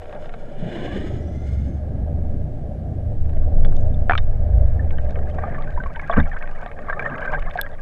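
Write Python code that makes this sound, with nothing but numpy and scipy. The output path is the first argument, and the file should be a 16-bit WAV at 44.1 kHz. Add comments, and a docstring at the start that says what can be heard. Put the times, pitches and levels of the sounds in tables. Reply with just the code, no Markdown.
"""A camera in a sealed housing is towed just under the sea surface behind a boat.
At first noise rumbles on the case, an engine of wavering orders drones and slows, and the strained rig ticks.
Patches of coloured fizz sweep by with a low burble of bubbles, while breathy partials make the tow line sing.
The ticks return, then an air pocket rattles on the case in thuds and climbing rings.
At last bubbles and crackle churn, knocks ring the walls, surges slap and boom, and a speck ticks on the lens."""
import sys
import numpy as np
from scipy import signal
from scipy.fft import rfft, irfft, next_fast_len
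from scipy.io import wavfile
from scipy.ndimage import uniform_filter1d, minimum_filter1d

SR = 44100
rng = np.random.default_rng(int(sys.argv[2]) if len(sys.argv) > 2 else 0)


def wrap_up_sound(samples):
    """Save the sound to the file named by the first command line argument, as 16-bit audio."""
    columns = np.atleast_2d(samples).T
    # keep every value between -1 and 1, then stretch to whole-number steps
    tamed = np.clip(columns, -1, 1)
    steps = np.round(tamed * 32767).astype(np.int16)
    wavfile.write(sys.argv[1], SR, steps)


N = 344421
TIME = np.arange(N) / SR

# Flow past the case, before trims: time_s, eddy_rumble_db, wall_rush_db
FLOW = [(0, -57, -42), (.15, -42.5, -42), (.52, -39.5, -42.5), (.64, -32.5, -39), (.9, -34.5, -39.5),
        (1.55, -31.5, -46), (2.2, -30, -42), (3.2, -34, -43), (3.72, -30, -36.5), (4.2, -37.5, -42),
        (4.55, -34, -39), (5.45, -35, -37.5), (6.05, -41, -46), (6.55, -46, -42.5), (7.15, -37, -37.5),
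        (7.81, -46, -45.5)]
# Swaying of the rig: time_s, level_db
SWAY = [(0, -32), (.5, -28), (.9, -34), (1.95, -33), (2.25, -18.5), (2.9, -32), (3.3, -12), (4.25, -13),
        (5.5, -22.5), (7.81, -27.5)]
# Bass drone, the reference for engine and largest eddies: time_s, level_db
DRONE = [(0, -37.5), (.4, -44), (1.0, -28), (2.15, -19.5), (2.5, -25.5), (3.65, -17), (4.15, -20.5),
         (4.6, -12.5), (5.4, -25), (5.65, -31.5), (6.6, -41), (7.3, -38.5), (7.81, -43)]
ENGINE_DB, DEEP_DB = -4, -7.5  # each relative to the drone
# Tugs on the tow line that briefly heave the rig: time_s, sway_db, large_eddies_db
TUGS = [(5.77, -19.5, -30), (6.21, -17, -31), (7.4, -15.5, -48)]
TUG_SPREAD_S = 0.056  # standard deviation of the swell
# Colour of the swaying: frequency_hz, relative_db_per_hz
BUFFET_COLOUR = [(5, -30), (10, -7.5), (15, -1.5), (22, -15), (35, -21), (60, -54.5)]
# Colour of the largest eddies: frequency_hz, relative_db_per_hz
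DEEP_COLOUR = [(22, -12.5), (38, -7), (65, 2.5), (90, -4), (120, -10.5), (200, -28), (400, -59.5)]
# Colour of the rumbling eddies: frequency_hz, relative_db_per_hz
EDDY_COLOUR = [(60, -20), (105, -3.5), (148, 6), (185, -2.5), (220, -1), (300, -8.5), (400, -14),
               (500, -19), (700, -25), (1200, -53.5)]
# Colour of the rush that rings the walls: frequency_hz, relative_db_per_hz
RUSH_COLOUR = [(200, -33.5), (400, -5), (540, -0.5), (600, 6), (660, -2.5), (740, -2), (850, -13.5),
               (1000, -27), (1500, -41), (3000, -57.5)]

# Engine speed: time_s, turns_per_s
ENGINE_SPEED = [(0, 42), (1.5, 22.7), (2.15, 25.9), (2.7, 30.2), (3.3, 25.4), (3.9, 27), (4.25, 26.3),
                (4.6, 28), (4.85, 26.2), (5.1, 19.9), (5.4, 19.9), (6.4, 16.6), (7.81, 26.8)]
# How well each engine pitch reaches the case: frequency_hz, relative_db
ENGINE_PATH = [(42, -25), (55, 1), (66, 2), (82, 4), (95, -9.5), (110, -2.5), (135, -19.5), (165, -23.5),
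               (210, -33)]
# Balance of upper against lower engine orders: time_s, tilt_db_per_octave
ENGINE_TILT = [(2.2, 2.5), (3.0, -1.5), (3.7, -3.5), (4.68, 4.5), (5.0, -3), (6.5, -1.5)]

# Patches of fizzing wake: nearest_s, fizz_db, finest_spray_db, spread_s (standard deviation)
WAKE = [(0.16, -53.5, -72.5, 0.49), (0.828, -34.5, -63.5, 0.13), (1.057, -46, -66.5, 0.12),
        (1.503, -53.5, -67, 0.18)]
# Colour of the fizz: frequency_hz, relative_db_per_hz
FIZZ_COLOUR = [(150, 1), (340, 17.5), (480, 12), (700, 8.5), (1100, -6.5), (1380, -10.5), (1600, 6),
               (2000, 0), (2400, -1), (2680, -13), (2950, 4), (3180, -7), (3500, 0.5), (3720, -14.5),
               (4000, -9.5), (4400, -22.5), (5500, -42), (9000, -57)]
# Colour of the finest spray: frequency_hz, relative_db_per_hz
SPRAY_COLOUR = [(3500, -12), (4620, 2.5), (4830, -6), (5150, 9), (5520, -11), (5880, 0), (6250, -7),
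                (6650, 5), (7400, -7.5), (8100, 0.5), (9000, -22), (10300, -11), (14000, -28)]

# Churning water, before its trim: time_s, level_db
CHURN = [(1.9, -58), (3.18, -60.5), (3.61, -57), (4.35, -56), (5.54, -46), (5.82, -48), (6.26, -41.5),
         (6.77, -47), (7.15, -38), (7.41, -38.5), (7.81, -50)]
# Colour of froth heard through the walls: frequency_hz, relative_db_per_hz
FROTH_COLOUR = [(330, -15.5), (480, 4.5), (740, 5.5), (1020, -1), (1200, 5), (1430, -2), (1620, 8.5),
                (1800, 0), (2020, -3), (2320, -5), (2720, -23.5), (2950, -19), (3500, -28.5), (4400, -36),
                (6500, -42.5), (10000, -47.5), (15000, -60)]

# The tow line sings as the wake passes: time_s, pitch_hz, relative_db
SONG = [(.7, 468, -60), (.86, 530, -49), (.95, 589, -46.5), (1.05, 640, -52.5), (1.27, 666, -64),
        (1.48, 702, -57), (1.64, 717, -63), (1.9, 710, -87.5)]
# Partials of the song: multiple_of_pitch, relative_db
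SONG_PARTIALS = [(2, -3), (3, 0), (5, -11), (6, -17)]
# Two thin whistles that climb above it, one curve each: time_s, pitch_hz, level_db
WHISTLES = [
    [(.95, 6300, -110), (1.09, 6630, -68), (1.17, 6750, -68), (1.35, 7050, -110)],
    [(1.1, 5600, -110), (1.23, 5760, -71), (1.43, 6090, -70.5), (1.55, 6250, -77), (1.75, 6350, -74),
     (2.05, 6400, -110)],
]

# Colour of the steady hiss: frequency_hz, relative_db_per_hz
HISS_COLOUR = [(1000, 1.5), (3000, 1.5), (4500, -4.5), (8000, -9.5), (11000, -11.5), (14000, -20),
               (16000, -29)]
HISS_DB = -67.5

# Modes of the case walls: frequency_hz, relative_db, t60_s
HOUSING = [(467.4, 1, 0.16), (715, 8, 0.043), (1130, -6.5, 0.07), (1360, -3, 0.028), (1400, -4, 0.013),
           (1573, -0.5, 0.044), (1850, -5, 0.045), (2196, -5.5, 0.032), (2570, -8, .016), (3010, -9, 0.02),
           (3554, -5.5, 0.012), (3730, -8.5, 0.0056), (5100, -27.5, .004), (6440, -16.5, 0.0065)]
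CASE_HZ, WALL_CUT_HZ = 1560, 3860  # main resonance of the case; top of what its walls pass
# The rig creeps under strain and ticks: start_s, peak_db
TICKS = [(.018, -30), (.041, -36.5), (.056, -29.5), (.094, -32.5), (.126, -26.5), (.149, -35), (0.223, -34),
         (.244, -37), (.257, -29.5), (0.293, -30), (.339, -25.5), (3.256, -37), (3.293, -37),
         (3.332, -36.5)]
TICK_LOW_HZ, TICK_HIGH_HZ = 525, 3200

# Surges that slap the case: centre_s, spray_rms_db (at the height), spread_s (standard deviation)
SURGES = [(.15, -48, 0.027), (5.445, -41, 0.051), (5.554, -37.5, 0.012), (6.133, -23, 0.0082),
          (6.187, -18, 0.015), (6.899, -29, 0.0097), (7.061, -25, 0.0069), (7.247, -32.5, 0.015),
          (7.339, -27, 0.012)]
# Boom of the rig under the heaviest surge: frequency_hz, peak_db, t60_s
BOOM = [(72.2, -11.5, 0.26), (153, -13, 0.18), (226, -15.5, 0.16), (279, -16, 0.09), (468, -20.5, 0.057)]
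BOOM_S = 6.166

# Ringing bubbles, low and high, and the clear high rings that follow some taps:
# start_s, ring_peak_db, pitch_hz
RINGS = [(.152, -28, 597), (.163, -37, 850), (.553, -36, 540), (0.624, -21, 171.5), (.779, -27, 224),
         (.935, -23, 196), (1.123, -22, 123), (3.649, -38, 3410), (3.943, -46.5, 3530),
         (4.1775, -18.5, 3610), (4.793, -30, 1750), (5.435, -22, 790), (5.436, -24, 1203),
         (5.48, -24.5, 674), (5.478, -36, 1740), (5.545, -35.5, 1494), (5.581, -28.5, 1140),
         (5.671, -34.5, 1520), (5.775, -21.5, 962), (5.8, -24.5, 1530), (5.859, -25, 1090),
         (5.948, -33, 1510), (5.966, -29, 912), (5.992, -29.5, 1670), (6.02, -39, 1950),
         (6.101, -13.5, 691), (6.113, -31, 3380), (6.125, -23, 1230), (6.139, -26, 1560), (6.184, -27, 693),
         (6.2, -35, 3570), (6.314, -27.5, 1782), (6.435, -31, 1525), (6.884, -22.5, 1134),
         (6.896, -17, 1590), (6.926, -21, 1740), (6.993, -26, 738), (6.994, -22, 2290),
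         (7.021, -23.5, 1625), (7.042, -26, 1800), (7.059, -17, 1795), (7.075, -25, 566), (7.09, -31, 1610),
         (7.113, -27, 1560), (7.137, -28, 1530), (7.15, -31, 1288), (7.221, -29, 1520),
         (7.251, -23.5, 1530), (7.274, -19, 1556), (7.328, -24.5, 760), (7.344, -19, 1565),
         (7.335, -25, 1067), (7.461, -29, 705), (7.555, -18, 712), (7.587, -14.5, 1614), (7.644, -32, 1642)]
RING_T60_S, RING_SHORTENS = 0.057, 0.67  # ring time at 1 kHz; power by which it falls with pitch

# Knocks and taps on the case: start_s, peak_db, contact_centre_hz, reach_factor (below and above)
TAPS = [(.769, -25.5, 790, 2.1), (.877, -25, 644, 1.5), (3.369, -43, 1400, 1.8), (3.43, -44, 1400, 1.25),
        (3.647, -25, 1990, 1.9), (3.722, -36, 1193, 1.28), (3.766, -37, 5280, 1.18),
        (3.809, -48, 6000, 1.1), (4.178, -11.5, 3610, 1.25), (4.906, -30.5, 2180, 1.32),
        (4.983, -29.5, 2130, 1.32), (5.107, -36, 2600, 2.1), (5.156, -30, 2110, 1.2),
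        (5.188, -33, 1800, 1.8), (5.298, -36, 2600, 1.6), (5.384, -18.5, 1054, 1.5),
        (5.622, -30.5, 2095, 1.8), (5.705, -37, 2600, 1.5), (5.836, -23.5, 1390, 1.73),
        (5.959, -23.5, 2040, 1.47), (5.995, -23, 2200, 1.1), (6.07, -41, 1700, 1.5),
        (6.096, -8.5, 990, 1.3), (6.266, -29, 1400, 1.35), (6.334, -37, 2500, 1.26),
        (6.368, -25.5, 1580, 1.27), (6.424, -22, 2050, 1.37), (6.474, -25.5, 1800, 1.4),
        (6.628, -24, 1094, 1.68), (6.661, -19.5, 1348, 2.3), (6.714, -26.5, 1780, 1.33),
        (6.788, -25, 1430, 1.55), (6.844, -33, 1190, 2), (6.926, -16.5, 1190, 1.21),
        (6.993, -14, 1323, 1.6), (7.097, -36.5, 2700, 1), (7.18, -28, 1920, 2), (7.423, -25.5, 1500, 1.7),
        (7.51, -29.5, 2790, 1.23), (7.574, -24.5, 2380, 1.7), (7.663, -24.5, 1520, 1.25)]

BURBLE_S, BURBLE_HALF_S = 1.06, 0.28  # middle and half-length of the low burble
BURBLE_DB, BURBLE_EDGE_DB = -27, 7  # highest bubble peak; drop towards both ends

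# Air pocket knocking on the case: start_s, thud_db, low_ring_hz, low_ring_db, high_ring_hz, high_ring_db
# (levels before the shared low-pass)
REBOUNDS = [(4.0962, 3.5, 720, 0, 1754, -4), (4.1092, -5, 760, -6.5, 2000, -22),
            (4.120, -12, 930, -16, 2320, -20), (4.134, -14, 1150, -15.5, 2360, -22),
            (4.1527, -15, 1275, -14.5, 2300, -24)]
THUD_HZ, THUD_T60_S = 1460, 0.0075
LOW_T60_S, HIGH_T60_S, REBOUND_TOP_HZ = 0.03, 0.032, 3600

PIPS_START_S = 4.5  # bubbles burst on the case from here on
PIP_DB, PIP_FOLLOWS = -48, 0.6  # base level in the wildest water; share of the churn's swing in dB
HUM_HZ, HUM_DB = 150.4, -6.5  # low resonance of the rig; level relative to the top of the CHURN curve

# Modes of the lens window: frequency_hz, relative_db, t60_s
WINDOW = [(3480, -6, .017), (3850, -10, .008), (8600, -10, .004), (10300, -13, .004), (12400, 0, .0035),
          (13300, -8, .003)]
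SPECK_S, SPECK_DB = 7.6135, -11.5  # start and peak of the speck's tick
CUTOFF_HZ = 15200


def from_db(db):
    """Decibels to gain."""
    return 10 ** (np.asarray(db) / 20)


def rms_one(x):
    """Scale to unit rms."""
    return x / np.sqrt(np.mean(x ** 2) + 1e-20)


def in_time(rows):
    """Each column of a curve at every sample."""
    s, *columns = np.transpose(rows)
    return [np.interp(TIME, s, column) for column in columns]


def passing(s, spread_s):
    """A smooth bell-shaped rise and fall around a moment; peak 1."""
    return np.exp(-0.5 * ((TIME - s) / spread_s) ** 2)


def drift(per_s):
    """Slow chance, per_s new values a second, with a spread of about 1."""
    return np.interp(TIME * per_s, np.arange(4096), rng.standard_normal(4096))


def coloured(x, spectrum):
    """Filter a whole-length signal by a colour; rms 1."""
    hz, db = np.transpose(spectrum)
    size = next_fast_len(N)
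    bins = np.maximum(np.arange(size // 2 + 1) * SR / size, 1)
    gain = from_db(np.interp(np.log(bins), np.log(hz), db))
    # roll off beyond both ends of the colour
    gain = gain * np.minimum(bins / hz[0], 1) * np.minimum(hz[-1] / bins, 1) ** 2
    return rms_one(irfft(rfft(x, size) * gain, size)[:N])


def noise(spectrum):
    """Noise of a given colour; rms 1."""
    return coloured(rng.standard_normal(N), spectrum)


def narrow(hz, width_hz):
    """A breathy tone that follows a pitch; rms 1."""
    angle = 2 * np.pi * np.cumsum(hz) / SR
    return rms_one(drift(width_hz) * np.sin(angle) + drift(width_hz) * np.cos(angle))


def add(out, s, sound):
    """Mix a short sound in at a time."""
    start = int(np.clip(round(s * SR), 0, N - 1))
    out[start:start + len(sound)] += sound[:N - start]


def damped(hz, t60, glide=0):
    """A dying sine whose pitch has risen by the share glide after one t60."""
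    t = TIME[:int(1.5 * t60 * SR) + 2]
    phase = 2 * np.pi * hz * t * (1 + glide * t / (2 * t60))
    return np.sin(phase) * np.exp(-np.log(1000) * t / t60)


def swelling(sound, rise_s):
    """Soften the onset of a ring; peak 1."""
    soft = sound * (1 - np.exp(-(TIME[:len(sound)] / rise_s) ** 2))
    return soft / (np.abs(soft).max() + 1e-12)


def bubble(hz, t60, glide, rise_cycles=1.6):
    """A bubble swells over its first cycles, then dies while its pitch rises."""
    return swelling(damped(hz, t60, glide), rise_cycles / hz)


def crackle(per_s=1500, size_db=5.0, lumpy_db=3.0):
    """Countless tiny collapses, heard through the walls; rms 1."""
    born = rng.random(N) < per_s / SR
    level_db = size_db * np.minimum(rng.exponential(1, N), 3) + lumpy_db * drift(70)
    return coloured(born * from_db(level_db) * rng.choice([-1, 1], N), FROTH_COLOUR)


def swarm(count, size_db=4.0, cycles=27, glide=0.016, clump_s=0.012, rise_cycles=2.4):
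    """Clumps of short and long bubbles, a few much louder than the rest, heard through the walls; rms 1."""
    out = np.zeros(N)
    for clump in rng.random((count, 4, 4)):
        s, burst = clump[0, 0] * N / SR, clump[0, 1]
        clump_size = min(-np.log(1 - burst), 3)
        for delay, pitch, size, life in clump[1:]:
            hz = 520 * (3900 / 520) ** pitch
            t60 = cycles * 2 ** (2.0 * life - 0.75) / hz
            strength = from_db(size_db * (clump_size + 2 * size)) * hz
            add(out, s + clump_s * delay, strength * bubble(hz, t60, glide, rise_cycles))
    return coloured(out, FROTH_COLOUR)


def contact(sound, low_hz, high_hz):
    """Keep the band that a contact excites; peak 1."""
    band = signal.butter(2, [low_hz, high_hz], "band", fs=SR, output="sos")
    kept = signal.sosfilt(band, sound)
    return kept / np.abs(kept).max()


def strike(low_hz, high_hz, crack_db, crack_reach, vary_db=3.5, crack_t60=0.012):
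    """A contact gives a short crack and rings the shared walls; a harder one reaches higher modes."""
    t = TIME[:SR // 10]
    luck = rng.standard_normal(len(HOUSING))
    ring = np.zeros(len(t))
    for k, (hz, mode_db, t60) in enumerate(HOUSING):
        gain = (-1) ** k * from_db(mode_db + vary_db * luck[k])  # neighbours in opposite polarity
        ring += gain * np.sin(2 * np.pi * hz * t) * np.exp(-np.log(1000) * t / t60)
    burst = rng.standard_normal(len(t)) * np.exp(-np.log(1000) * t / crack_t60)
    # two passes make the crack's edges steeper
    crack = contact(burst, low_hz / 2, 2 * crack_reach * high_hz)
    crack = contact(crack, low_hz / 2, crack_reach * high_hz)
    return contact(ring, low_hz, high_hz) + from_db(crack_db) * crack


def through_walls(sound, top_hz, leak_db=-17):
    """The case lets little through above its highest strong mode; peak 1."""
    walls = signal.butter(8, max(top_hz, WALL_CUT_HZ), fs=SR, output="sos")
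    kept = signal.sosfilt(walls, sound) + from_db(leak_db) * sound
    return kept / np.abs(kept).max()


def flow(flutter_db=2.5, eddy_gain_db=-2.0, rush_gain_db=0.5):
    """Large eddies shake the case, with short extra heaves when the line tugs; smaller ones ring its walls."""
    eddy_db, rush_db = in_time(FLOW)
    (sway_db,), (drone_db,) = in_time(SWAY), in_time(DRONE)
    sway, deep = from_db(sway_db), from_db(drone_db + DEEP_DB)
    for s, tug_sway_db, tug_deep_db in TUGS:
        tug = passing(s, TUG_SPREAD_S)
        sway = sway + from_db(tug_sway_db) * tug
        deep = deep + from_db(tug_deep_db) * tug
    buffet = sway * noise(BUFFET_COLOUR) + deep * noise(DEEP_COLOUR)
    eddies = from_db(eddy_db + eddy_gain_db + flutter_db * drift(25)) * noise(EDDY_COLOUR)
    rush = from_db(rush_db + rush_gain_db + flutter_db * drift(40)) * noise(RUSH_COLOUR)
    return buffet + eddies + rush


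def engine(wander=0.006, throb_db=4.0):
    """Low orders of the turning engine waver, and slide through the resonances of their path as it slows."""
    (speed,), (drone_db,), (tilt_db,) = in_time(ENGINE_SPEED), in_time(DRONE), in_time(ENGINE_TILT)
    angle = 2 * np.pi * np.cumsum(speed * (1 + wander * drift(12))) / SR
    orders = np.zeros(N)
    for k in range(2, 9):
        path_db = np.interp(k * speed, *np.transpose(ENGINE_PATH))
        db = path_db + throb_db * drift(7) + tilt_db * np.log2(k / 3)  # tilt pivots on order 3
        orders += from_db(db) * np.sin(k * angle + rng.uniform(0, 2 * np.pi))
    return from_db(drone_db + ENGINE_DB) * rms_one(orders)


def wake(flicker_db=2.6):
    """Patches of fizz sweep by with a finer spray above, flickering together."""
    fizz = sum(from_db(db) * passing(s, spread) for s, db, _, spread in WAKE)
    spray = sum(from_db(db) * passing(s, spread) for s, _, db, spread in WAKE)
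    patches = fizz * noise(FIZZ_COLOUR) + spray * noise(SPRAY_COLOUR)
    return from_db(flicker_db * drift(60.53)) * patches


def churn(smooth_db=-15, crackle_db=-9, level_db=2.0, cluster_db=1.75):
    """Air breaks up into bubbles and crackle, over a faint smooth wash."""
    (churn_db,) = in_time(CHURN)
    # the bubbles stand out only once the water is stirred up
    stirred = np.interp(TIME, [4.7, 5.2], [0.12, 1])
    grains = swarm(count=900, size_db=2.5, cycles=41, rise_cycles=2.8) + from_db(crackle_db) * crackle()
    grains = grains * from_db(cluster_db * drift(30))
    wash = np.hypot(from_db(smooth_db), 0.82 * (1 - stirred)) * noise(FROTH_COLOUR)
    return from_db(churn_db + level_db) * (stirred * grains + wash)


def singing_line(song_width_hz=100, whistle_width_hz=330):
    """Eddies shed by the line make a hollow rising tone and thin whistles."""
    pitch, song_db = in_time(SONG)
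    song = np.zeros(N)
    for k, db in SONG_PARTIALS:
        song += from_db(db) * narrow(k * pitch, song_width_hz * k / 2)
    whistles = np.zeros(N)
    for curve in WHISTLES:
        hz, db = in_time(curve)
        whistles += from_db(db) * narrow(hz, whistle_width_hz)
    return from_db(song_db) * song + whistles


def hiss():
    """A faint, steady bed of coloured noise."""
    return from_db(HISS_DB) * noise(HISS_COLOUR)


def ticks():
    """The strained rig slips in short, gritty steps."""
    out = np.zeros(N)
    for s, db in TICKS:
        slip = strike(TICK_LOW_HZ, TICK_HIGH_HZ, crack_db=-6.5, crack_reach=0.82, crack_t60=0.022)
        add(out, s, from_db(db) * through_walls(slip, WALL_CUT_HZ))
    return out


def surges(rise_s=0.012, heave_db=-19, heave_s=0.016):
    """Masses of frothy water hit the case; the heaviest heaves against it and makes the rig boom."""
    swell = sum(from_db(db) * passing(s, spread) for s, db, spread in SURGES)
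    froth = rms_one(swarm(count=2600, size_db=2.5) + from_db(-2.0) * crackle(per_s=5000, lumpy_db=2.5))
    age = np.maximum(TIME - BOOM_S, 0) / heave_s
    heave = from_db(heave_db) * age * np.exp(1 - age) * noise(EDDY_COLOUR)
    out = swell * froth + heave
    for hz, db, t60 in BOOM:
        add(out, BOOM_S, from_db(db) * swelling(damped(hz, t60), rise_s))
    return out


def rings(rise_s=0.0013, build_s=0.0026, near_octaves=0.26, glide=0.041, puff_db=-16, puff_s=0.0043):
    """Bubbles and some taps ring, each with a puff of crackle; near the case resonance they build up slowly."""
    out, puffs = np.zeros(N), np.zeros(N)
    age = TIME[:SR // 20] / puff_s
    puff = age * np.exp(1 - age)
    for s, db, hz in RINGS:
        kilohertz = hz / 1000
        t60 = RING_T60_S / kilohertz ** RING_SHORTENS
        nearness = np.exp(-(np.log2(hz / CASE_HZ) / near_octaves) ** 2)
        rise = rise_s + build_s * nearness
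        add(out, s, from_db(db) * bubble(hz, t60, glide, rise * hz))
        add(puffs, s, from_db(db + puff_db) * min(kilohertz, 1) ** 2 * puff)
    return out + puffs * crackle()


def taps():
    """Single taps of the rig and of bursting bubbles ring the case walls."""
    out = np.zeros(N)
    for s, db, hz, reach in TAPS:
        reach = max(reach, 1.05)
        knock = strike(hz / reach, hz * reach, crack_db=-7.5, crack_reach=0.74, crack_t60=0.022)
        add(out, s, from_db(db) * through_walls(knock, hz * reach * 1.24))
    return out


def burble(count=44, low_hz=170, high_hz=410, size_db=6, cycles=20, glide=0.19):
    """Big slow bubbles wobble past behind the thickest patch of wake, loudest in its middle."""
    out = np.zeros(N)
    for k, (when, pitch, size) in enumerate(rng.random((count, 3))):
        place = 2 * (k + when) / count - 1  # from -1 to 1 along the burble
        hz = low_hz * (high_hz / low_hz) ** pitch
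        db = BURBLE_DB - size_db * size - BURBLE_EDGE_DB * place ** 2
        add(out, BURBLE_S + BURBLE_HALF_S * place, from_db(db) * bubble(hz, cycles / hz, glide))
    return out


def rebounds(rise_s=0.00074, walls_db=-20):
    """Each rebound is a short thud that shakes the walls, and two rings, weaker overall as they climb."""
    out = np.zeros(N)
    for s, thud_db, low_hz, low_db, high_hz, high_db in REBOUNDS:
        walls = strike(2500, 4600, crack_db=-12, crack_reach=1.0)
        add(out, s, from_db(thud_db) * swelling(damped(THUD_HZ, THUD_T60_S), rise_s))
        add(out, s, from_db(thud_db + walls_db) * walls)
        # the rings start in the opposite polarity to the thud
        add(out, s, -from_db(low_db) * damped(low_hz, LOW_T60_S))
        add(out, s, -from_db(high_db) * damped(high_hz, HIGH_T60_S))
    return signal.sosfilt(signal.butter(3, REBOUND_TOP_HZ, fs=SR, output="sos"), out + 1e-18)


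def snaps(per_s=16, size_db=2.5, level_db=-3, low_hz=1800, high_hz=5500):
    """Bubbles that burst right on the case give fine, sharp clicks."""
    (churn_db,) = in_time(CHURN)
    born = (rng.random(N) < per_s / SR) & (TIME > PIPS_START_S)
    clicks = born * from_db(churn_db + level_db + size_db * np.minimum(rng.exponential(1, N), 3))
    click = strike(low_hz, high_hz, crack_db=-5.5, crack_reach=0.87, crack_t60=0.019)
    return signal.fftconvolve(clicks, click)[:N]


def pips(count=30, size_db=1.0, cycles=42, fall_db_per_octave=-9):
    """Tiny bubbles grow louder with the churn, mostly near the upper modes of the case."""
    out = np.zeros(N)
    (churn_db,) = in_time(CHURN)
    level_db = PIP_DB + PIP_FOLLOWS * (churn_db - churn_db.max())
    for when, mode, detune, size in rng.random((count, 4)):
        s = PIPS_START_S + when * (TIME[-1] - PIPS_START_S)
        # most pitches fall in the two bands 3200-3850 and 6300-6800 Hz
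        hz = np.interp(mode, [0, 0.6, 0.63, 0.88, 1], [3200, 3850, 6300, 6800, 10500])
        hz = hz * (0.96 + 0.08 * detune)
        db = level_db[int(s * SR)] + size_db * min(-np.log(1 - size), 3)
        db = db + fall_db_per_octave * np.log2(hz / 3400)
        add(out, s, from_db(db) * bubble(hz, cycles / hz, 0.01, rise_cycles=4.8))
    return out


def hum(width_hz=30, follows=0.76):
    """Once the water is stirred up it keeps the rig humming at its low resonance."""
    (churn_db,) = in_time(CHURN)
    stirred = np.interp(TIME, [5.4, 5.8], [0, 1])
    level_db = HUM_DB + churn_db.max() + follows * (churn_db - churn_db.max())
    return stirred * from_db(level_db) * narrow(np.full(N, HUM_HZ), width_hz)


def speck(rise_s=0.00014):
    """A hard speck strikes the lens window, whose short modes make one bright tick."""
    out = np.zeros(N)
    for hz, db, t60 in WINDOW:
        add(out, SPECK_S, from_db(db) * swelling(damped(hz, t60), rise_s))
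    return from_db(SPECK_DB) * out / np.abs(out).max()


def scene():
    """Everything reaches one microphone inside the case."""
    bed = flow() + engine() + wake() + churn() + singing_line() + hiss()
    early = ticks() + surges() + rings() + taps() + burble()
    late = rebounds() + snaps() + pips() + hum() + speck()
    return (bed + early + late)[None]


def record(dry):
    """A fast limiter holds the hardest knocks; the top is cut steeply."""
    room = np.minimum(1, 0.89 / (np.abs(dry) + 1e-9))
    lowest = minimum_filter1d(room, size=301, axis=-1)
    gain = uniform_filter1d(lowest, size=301, axis=-1)
    top_cut = signal.ellip(10, 0.1, 90, CUTOFF_HZ, fs=SR, output="sos")
    return signal.sosfilt(top_cut, dry * gain)


dry = scene()
out = record(dry)
wrap_up_sound(out)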